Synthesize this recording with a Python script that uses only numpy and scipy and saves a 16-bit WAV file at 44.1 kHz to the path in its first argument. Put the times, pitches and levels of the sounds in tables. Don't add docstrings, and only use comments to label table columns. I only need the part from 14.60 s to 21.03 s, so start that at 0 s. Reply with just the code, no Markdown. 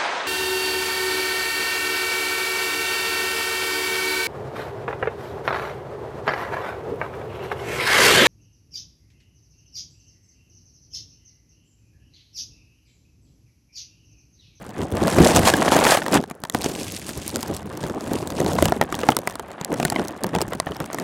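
import sys
import numpy as np
from scipy.fft import rfft, irfft, next_fast_len
from scipy.io import wavfile
from scipy.ndimage import map_coordinates

SR = 44100
rng = np.random.default_rng(int(sys.argv[2]) if len(sys.argv) > 2 else 0)


def put_to_file(sound):
    columns = np.atleast_2d(sound).T
    safe = np.clip(columns, -1, 1)
    whole_steps = np.round(safe * 32767)
    wavfile.write(sys.argv[1], SR, whole_steps.astype(np.int16))


N = 283563
T = np.arange(N) / SR


def amp(db):
    return 10 ** (np.asarray(db) / 20)


def unit(x):
    return x / np.sqrt(np.mean(x ** 2) + 1e-20)


def wobble(rate):
    knots = rng.standard_normal(int(N * rate / SR) + 4)
    return map_coordinates(knots, [T * rate])


def filtered(x, response):
    size = next_fast_len(x.shape[-1] + 8192)
    spectrum = rfft(x, size) * response(np.fft.rfftfreq(size, 1 / SR))
    return irfft(spectrum, size)[..., :x.shape[-1]]


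def coloured(x, spectrum):
    f, db = np.transpose(spectrum)

    def response(hz):
        return amp(np.interp(np.log(hz + 1), np.log(f), db, -120, -120))

    return unit(filtered(x, response))


def ring(f, hz, width):
    return 1j * f * width / (hz ** 2 - f * f + 1j * f * width)


def laid(times, rows):
    at = np.round(times * SR).astype(int)[:, None] + np.arange(rows.shape[1])
    return np.bincount(at.ravel(), rows.ravel(), N + SR)[:N]


def peaked(rows, db):
    return rows / np.abs(rows).max(axis=1, keepdims=True) * amp(db)


def swollen(base_db, s, length, peak_db):
    power = amp(2 * base_db)
    for at, wide, db in zip(s, length, peak_db):
        power = power + amp(2 * db) * np.exp(-(2.2 * (T - at) / wide) ** 2)
    return 10 * np.log10(power)


def damped(db, grows):
    return db.mean() + grows * (db - db.mean())


def grains(per_s, spread_db, lasts, hz, size):
    smallest_odds = 0.025
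    draw = rng.random((6000, 3))
    expected = np.cumsum(per_s) / SR
    times = np.interp(np.cumsum(-np.log(draw[:, 0])), expected, T, right=-1)
    live = times >= 0
    age = np.arange(size) / SR / lasts
    bursts = rng.standard_normal((len(draw), size)) * age ** 2 * np.exp(-2 * age)
    pitch = hz * np.exp(2.44 * (draw[:, 2:] - 0.5))
    response = ring(np.fft.rfftfreq(size, 1 / SR), pitch, 0.7 * pitch) + 0.58
    bursts = irfft(rfft(bursts) * response)
    size_db = -spread_db * np.log(draw[:, 1:2] + smallest_odds)
    return unit(laid(times[live], peaked(bursts, size_db)[live]) / np.sqrt(per_s))


def valley():
    # (per Hz, relative)
    roar_spectrum = [(30, -42), (80, -5), (300, 0), (700, 6), (1500, 12), (3000, -14), (8000, -14),
                     (12000, -24), (16500, -34)]
    level_db = -56 + 0.9 * wobble(4.82)
    return amp(level_db) * coloured(rng.standard_normal(N), roar_spectrum)


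def whistle():
    start_s, end_s, fade_s, pitch_hz = 4.74, 5.1, 0.041, 10490
    on = np.clip(np.minimum(T - start_s, end_s - T) / fade_s, 0, 1)
    return on * amp(-73 + 4 * wobble(40)) * np.sin(2 * np.pi * pitch_hz * T)


def rumble(rumble_db):
    # (per Hz, relative)
    rumble_spectrum = [(20, -48), (40, -7), (80, 8), (130, 5), (220, 6.5)]
    return amp(rumble_db + 2.8 * wobble(20)) * coloured(rng.standard_normal(N), rumble_spectrum)


def buffet(buffet_db):
    # (per Hz, relative)
    buffet_spectrum = [(80, -48), (160, -2.5), (300, 0.5), (450, -5.5), (700, -11), (1300, -27.5)]
    lumps = amp(1.5 * wobble(25) + 3.2 * wobble(70))
    return amp(buffet_db) * unit(lumps * coloured(rng.standard_normal(N), buffet_spectrum))


def fine_snow():
    return amp(1.5 * wobble(60)) * rng.standard_normal(N)


def patter(per_s, patter_db, centre_hz):
    # (per Hz, relative)
    body_spectrum = [(300, -22), (500, -6), (750, -5), (1100, -10.5), (1700, -36.5), (3000, -92.5)]
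    # (per Hz, relative)
    thin_spectrum = [(600, -82), (1100, -0.5), (1600, 6.5), (2400, -0.5), (3400, -4), (5000, -17.5),
                     (8000, -55)]
    taps = grains(0.7 * per_s, spread_db=2.0, lasts=0.002, hz=1240, size=600) + 0.61 * fine_snow()
    thin = np.clip(np.log(centre_hz / 680) / 1.5, 0.01, 0.95)
    body = np.sqrt(1 - thin) * coloured(taps, body_spectrum)
    return amp(patter_db) * (body + np.sqrt(thin) * coloured(taps, thin_spectrum))


def crackle(per_s, crackle_db):
    # (per Hz, relative)
    crackle_spectrum = [(1500, -5), (2500, 1.5), (4000, 0.5), (6000, 0), (8500, 0.5), (11000, -4.5),
                        (14000, -12.5), (16500, -22)]
    ticks = grains(per_s, spread_db=4.5, lasts=0.00055, hz=6300, size=300)
    return amp(crackle_db) * coloured(ticks + per_s / 900 * fine_snow(), crackle_spectrum)


def flurries(patter_db, centre_hz, crackle_db):
    per_s = 420 * amp(0.25 * (crackle_db + 40) + 1.5 * wobble(30))
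    per_s = np.clip(per_s, 30, 900)
    return patter(per_s, patter_db, centre_hz) + crackle(per_s, crackle_db)


def strays(buffet_db, patter_db, crackle_db):
    count = 260
    tick_over_db, knock_over_db, thump_over_db = 18, 5, 6.5
    typical_hz = np.array([[6700], [990]])
    draw = rng.standard_normal((count, 5))
    at = (rng.random(count) * (N - 1)).astype(int)
    scatter_db = 4.5 * np.clip(draw[:, :3], -3, 1.5).T
    tick_hz, knock_hz = typical_hz * np.exp(0.39 * draw[:, 3:].T)
    tick_db = crackle_db[at] + tick_over_db + scatter_db[0]
    knock_db = patter_db[at] + knock_over_db + scatter_db[1]
    thump_db = buffet_db[at] + thump_over_db + scatter_db[2]
    return np.transpose([T[at], tick_db, tick_hz, knock_db, knock_hz, thump_db])


def hits(rows):
    # mode_hz, mode_db (relative), t60_s (time to fall 60 dB)
    housing_modes = [(170.5, -9, 0.059), (275, -11.5, 0.013), (403, -5.5, 0.013), (642, 3.5, 0.012),
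                     (880, -1.5, 0.013), (1270, -5, 0.017), (1830, -1.5, 0.012), (2850, -1.5, 0.0034)]
    start_s, tick_db, tick_hz, knock_db, knock_hz, thump_db = np.transpose(rows)[..., None]
    count = len(start_s)
    t = np.arange(2048) / SR
    f = np.fft.rfftfreq(len(t), 1 / SR)

    def low(hz):
        return (hz / (hz + 1j * f)) ** 2

    noise = rng.standard_normal((count, 2, len(t)))
    lasting = np.exp(0.35 * rng.standard_normal((count, 1)))

    age = t / (0.00051 * lasting)
    shatter = noise[:, 0] * (age ** 2 * np.exp(-2 * age) + 0.006 * amp(-60 * t / 0.019))
    high = (1j * f / (1j * f + 2200)) ** 2
    tick = irfft(rfft(shatter) * ring(f, tick_hz, tick_hz) * high * low(16500))

    mode_hz, mode_db, t60_s = np.transpose(housing_modes)[:, None, :, None]
    draw = rng.standard_normal((count, len(housing_modes), 2))
    scattered_hz = mode_hz * np.exp(0.12 * draw[..., 1:])
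    width_hz = np.log(1000) / np.pi / t60_s
    modes = amp(mode_db + 3.5 * draw[..., :1]) * ring(f, scattered_hz, width_hz)
    near = amp(-7 * np.log(mode_hz / knock_hz[:, None]) ** 2)

    shove = rfft(noise[:, 1] * amp(-60 * t / (0.016 * lasting)))
    knock = irfft(shove * (near * modes)[:, 3:].sum(axis=1) * low(1950))
    thump = irfft(shove * modes[:, :3].sum(axis=1) * low(580))
    blows = peaked(tick, tick_db) + peaked(knock, knock_db) + peaked(thump, thump_db)
    return laid(start_s[:, 0], blows)


def scene():
    # time_s, buffet_db, patter_db, patter_centre_hz, crackle_db
    gust_curve = [(0.0, -45, -45, 910, -57), (0.29, -44, -44.5, 920, -58), (0.36, -33.5, -31.5, 810, -42),
                  (0.52, -24.5, -27.5, 930, -33), (0.66, -15, -20, 860, -30), (0.75, -24.5, -29, 1000, -31),
                  (1.02, -24, -27, 840, -34), (1.14, -22, -23, 900, -31), (1.34, -30.5, -18.5, 1398, -30),
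                  (1.42, -36.5, -40.5, 850, -47), (1.57, -31, -25, 865, -42), (1.65, -44.5, -55, 830, -59),
                  (1.8, -50.5, -56, 752, -69), (1.91, -52, -56, 797, -64), (1.96, -30, -39, 749, -42),
                  (2.12, -35, -43, 906, -39), (2.36, -41.5, -54, 1299, -42), (2.81, -38.5, -40, 941, -44),
                  (2.95, -39, -39, 850, -46), (3.02, -40, -44, 878, -55), (3.159, -38.5, -42, 899, -55),
                  (3.46, -33.5, -38, 780, -47), (3.64, -37, -42, 799.7, -50), (3.8, -25.5, -34, 716, -43),
                  (4.1, -29.5, -35.5, 841, -45), (4.27, -38.5, -42, 886, -53),
                  (4.45, -32.5, -39.5, 895.5, -45), (4.64, -41, -42.5, 893, -55),
                  (4.8, -46, -44, 896.4, -60), (5.05, -43, -39.5, 899, -59), (5.2, -31, -39, 870, -48),
                  (5.42, -36, -38, 851, -52), (5.58, -43.5, -42.5, 865, -60), (5.78, -34, -37, 900, -49),
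                  (6.02, -43.5, -47, 952, -59), (6.279, -39.5, -42, 900, -55),
                  (6.43, -34.5, -38.5, 1049, -46)]
    # centre_s, length_s, peak_db
    puff_swells = [(0.223, 0.073, -27), (0.339, 0.027, -22.5), (0.441, 0.084, -17.5), (0.613, 0.047, -11.0),
                   (0.792, 0.042, -17.0), (0.947, 0.025, -21), (1.147, 0.036, -18.5), (1.549, 0.079, -21),
                   (2.187, 0.05, -29.5), (2.505, 0.04, -33.5), (2.582, 0.033, -33.5), (2.767, 0.054, -28.5),
                   (2.905, 0.061, -27), (3.248, 0.043, -27), (3.31, 0.021, -25.5), (3.377, 0.03, -27.5),
                   (3.537, 0.13, -26.5), (4.578, 0.049, -33), (5.115, 0.034, -26.0), (5.406, 0.065, -26.5),
                   (5.652, 0.043, -24.5), (5.766, 0.049, -26.5), (5.955, 0.038, -36), (6.112, 0.036, -31.5),
                   (6.218, 0.028, -31)]
    # centre_s, length_s, crackle_peak_db, patter_peak_db
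    pellet_swells = [(0.208, 0.061, -45, -36), (0.676, 0.069, -25, -28), (0.771, 0.044, -22, -22.5),
                     (0.879, 0.045, -21, -17), (1.132, 0.024, -23, -15.5), (1.315, 0.087, -23, -28),
                     (1.548, 0.04, -22, -18.5), (1.703, 0.025, -51, -43), (1.851, 0.021, -58, -50),
                     (2.052, 0.052, -32, -30.5), (2.231, 0.119, -34, -45), (2.35, 0.06, -38, -48),
                     (2.495, 0.028, -37, -41), (2.583, 0.033, -43, -53), (2.675, 0.056, -41, -66),
                     (2.802, 0.029, -43, -46), (2.957, 0.025, -43, -49), (3.115, 0.023, -50, -42),
                     (3.24, 0.044, -42, -36), (3.551, 0.14, -42, -36), (3.795, 0.064, -39, -29.5),
                     (3.898, 0.062, -37, -33.5), (4.026, 0.099, -37, -36), (4.222, 0.025, -44, -32),
                     (4.348, 0.032, -42, -48), (4.494, 0.067, -41, -32.5), (4.704, 0.022, -49, -45),
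                     (5.241, 0.15, -46.5, -45), (5.397, 0.056, -47, -34), (5.753, 0.028, -40, -26.5),
                     (5.814, 0.024, -40, -31), (5.927, 0.023, -49, -32), (6.078, 0.026, -48.5, -34.5),
                     (6.161, 0.023, -53, -40), (6.211, 0.026, -52.5, -33), (6.334, 0.031, -48, -41)]
    # time_s, level_db
    rumble_curve = [(0, -2), (1.2, -9), (2.5, -5), (3.9, -5), (4.03, 4), (4.2, -4), (5.0, -10.5),
                    (6.43, -8.5)]
    # start_s, tick_db, tick_hz, knock_db, knock_hz, thump_db
    hard_hits = [(0.0921, -31, 4700, -29, 970, -31), (0.1883, -34, 6900, -34, 850, -26),
                 (0.2163, -23.5, 4400, -26, 960, -19), (0.3218, -25, 7300, -34, 1150, -21),
                 (0.4801, -14.5, 4950, -6, 780, -18), (0.5845, -14, 5700, -2.5, 770, -5.5),
                 (0.7608, -11, 5386, -4.5, 1642, -20), (0.7702, -12, 6155, -4.5, 1150, -15),
                 (0.8327, -17, 4770, -11, 960, -27), (0.8735, -4, 5640, -3, 1010, -11),
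                 (0.8838, -6, 4200, -5, 940, -16), (0.9006, -11, 5400, -7, 1190, -14),
                 (0.938, -11, 4917, -4.5, 1197, -12), (1.02, -29, 6623, -6.5, 1020, -35),
                 (1.0799, -22, 5424, -1.5, 998, -25), (1.12, -8, 4650, -0.5, 922, -5.5),
                 (1.1642, -8, 6700, -2.5, 955, -23), (1.19, -11.5, 4477, -7, 1151, -5),
                 (1.251, -8, 6013, -2.5, 1497, -11), (1.2669, -14, 3514, -0.5, 1480, -12),
                 (1.3211, -11, 3930, -4, 1431, -25), (1.3499, -13, 5770, -5, 1290, -20),
                 (1.3726, -15, 3600, -9, 860, -22), (1.4186, -32, 6004, -13, 930, -29),
                 (1.4631, -21, 4200, -11.5, 1125, -39), (1.4817, -16, 4504, -13, 780, -26),
                 (1.5329, -21, 4190, -9, 1120, -17), (1.5479, -20, 4370, -8.5, 989, -16),
                 (1.5577, -14.5, 4600, -8, 741, -6), (1.6389, -23, 5410, -20, 936, -23),
                 (1.6997, -25, 6810, -46, 1020, -37), (1.7109, -28, 6650, -19, 848, -21),
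                 (1.8372, -16.5, 5060, -16, 751, -21.5), (1.8508, -24, 4800, -22.5, 1042, -39),
                 (1.8983, -10, 6040, -19, 956, -25), (1.9473, -13.5, 5310, -7, 740, -9),
                 (2.0438, -6.5, 4160, -17.5, 930, -30), (2.0612, -20, 6300, -23, 749, -8.5),
                 (2.3212, -18.5, 7210, -42, 1300, -46), (2.4912, -15.5, 7020, -24.5, 787, -33),
                 (2.6784, -11.5, 8180, -33, 970, -36), (2.6929, -19, 8290, -32, 970, -34),
                 (2.7588, -4.5, 5400, -17.5, 988, -18.5), (2.8075, -18, 7190, -37, 725, -27),
                 (2.8288, -13.5, 5800, -19.5, 1223, -28), (2.9475, -19, 5470, -33, 1090, -28),
                 (2.9655, -17.5, 7180, -39, 850, -32), (3.1732, -22, 4937, -34, 901, -38),
                 (3.2388, -21, 4800, -17, 1269, -19), (3.2973, -24, 5194, -22, 926.6, -29),
                 (3.5341, -17, 7600, -32, 670, -19), (3.6737, -15, 6404, -23, 1123, -28),
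                 (3.7036, -17, 6586, -17.5, 732, -36), (3.8025, -13, 5875, -14, 824, -19),
                 (3.8627, -15, 4800, -10, 680, -10), (3.9169, -36, 3930, -11.5, 704, -21),
                 (3.9328, -15, 6310, -27, 670, -14.5), (3.9865, -19, 3904, -5.5, 748, -25),
                 (4.0243, -5.5, 8510, -3.5, 908, -2.5), (4.0554, -6.5, 7310, -8.5, 1063, -19),
                 (4.083, -16.5, 5420, -12.5, 1080, -25), (4.122, -17, 4860, -2, 980, -7.5),
                 (4.2128, -8, 5130, -2, 855, -10), (4.2253, -30, 4497, -7, 882, -10),
                 (4.2372, -24, 9840, -25, 891, -21), (4.3249, -17.5, 6630, -11, 911, -15),
                 (4.3433, -25, 4290, -12.5, 1022, -21), (4.3519, -14, 5320, -26, 1020, -28),
                 (4.3903, -18.5, 6890, -16, 905, -30), (4.4142, -22, 4316, -20, 1079, -34),
                 (4.4331, -23, 4800, -11, 884, -25), (4.4878, -10, 3860, 3.5, 760, -4.5),
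                 (4.5036, -15, 7180, -24, 860, -11), (4.5197, -21, 4470, -13.5, 1424, -20),
                 (4.5667, -4.5, 6830, -8, 980, -27), (4.5885, -14.5, 8420, -15.5, 875, -32),
                 (4.6738, -9.5, 5500, -6.5, 939, -25), (4.6979, -23, 6550, -22.5, 870, -35),
                 (4.7088, -25, 7150, -31, 1130, -43), (4.7551, -16.5, 8560, -20.5, 1009, -31),
                 (4.7956, -24.5, 6140, -18, 930, -33), (4.9154, -27, 4790, -28, 1088, -47),
                 (5.0127, -18.5, 7450, -18, 1005, -23.5), (5.0471, -8.5, 6500, -31, 1470, -40),
                 (5.1181, -29, 4706, -15, 712, -16), (5.1266, -21.5, 6690, -27.5, 880, -28),
                 (5.1407, -18.5, 6550, -16, 950, -27), (5.1995, -17, 3620, -8, 907, -15),
                 (5.2288, -17, 5180, -11.5, 989, -24), (5.2508, -3, 6890, -8, 1030, -10),
                 (5.2812, -20.5, 3620, -22, 1400, -34.5), (5.3005, -6, 5646, -21, 1057, -36),
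                 (5.3218, -18, 6286, -10, 805, -17), (5.3609, -22, 3007, -7, 937, -10),
                 (5.3951, -25, 3950, -9.5, 812, -21), (5.4166, -27, 4120, -25, 724, -36),
                 (5.4506, -21, 5820, -36, 800, -34), (5.4825, -17, 6584, -30, 972, -32),
                 (5.6358, -12, 7230, -35, 783, -18), (5.6429, -19, 8550, -10.5, 873, -11.5),
                 (5.6665, -20, 8400, -33, 777.4, -36), (5.7502, -14.5, 6500, -9, 1087, -12),
                 (5.7608, -23, 3020, -15, 899, -20), (5.7858, -17, 2990, -16, 1204, -28),
                 (5.807, -21, 5890, -17, 999, -16), (5.8157, -7, 5480, -14, 903, -23),
                 (5.8216, -17, 8120, -19, 830, -13), (5.8807, -27.5, 7400, -43, 950, -44),
                 (5.9334, -18.5, 8200, -15, 1000, -35), (6.0002, -3, 5404, -7, 1166, -23),
                 (6.0685, -44, 3205, -15, 944, -18), (6.119, -32, 3793, -21, 1140, -26),
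                 (6.1475, -29, 3820, -34, 841, -35), (6.1665, -24.5, 4705, -35, 800, -32.5),
                 (6.2021, -17.5, 5683, -18.5, 873, -18), (6.2419, -30, 3912, -24, 979, -37),
                 (6.2592, -25, 7780, -38, 874, -34), (6.3011, -46, 4100, -20.5, 884, -40),
                 (6.3305, -18.5, 6720, -33, 867, -31), (6.3452, -15, 7530, -16.5, 758, -15),
                 (6.3854, -23, 6370, -15.5, 1002, -34), (6.3989, -19, 6100, -24, 984, -30)]

    s, *columns = np.transpose(gust_curve)
    calm_buffet_db, calm_patter_db, centre_hz, calm_crackle_db = [np.interp(T, s, c) for c in columns]
    buffet_db = swollen(calm_buffet_db, *np.transpose(puff_swells))
    s, length, crackle_peak_db, patter_peak_db = np.transpose(pellet_swells)
    patter_db = swollen(calm_patter_db, s, length, patter_peak_db)
    crackle_db = swollen(calm_crackle_db, s, length, crackle_peak_db)

    rumble_db = damped(buffet_db, 0.8) + np.interp(T, *np.transpose(rumble_curve)) + 3.5 * wobble(8)
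    wind = rumble(rumble_db) + buffet(buffet_db)
    lesser_hits = strays(buffet_db, patter_db, damped(calm_crackle_db, 0.65))
    pellets = flurries(patter_db, centre_hz, crackle_db) + hits(lesser_hits) + hits(hard_hits)
    return (valley() + whistle() + wind + pellets)[None]


def record(dry):
    ceiling, top_hz = 0.98, 16300
    clipped = dry / (1 + np.abs(dry / ceiling) ** 8) ** (1 / 8)
    return filtered(clipped, lambda hz: np.clip((top_hz + 400 - hz) / 800, 0, 1) ** 2)


dry = scene()
out = record(dry)
put_to_file(out)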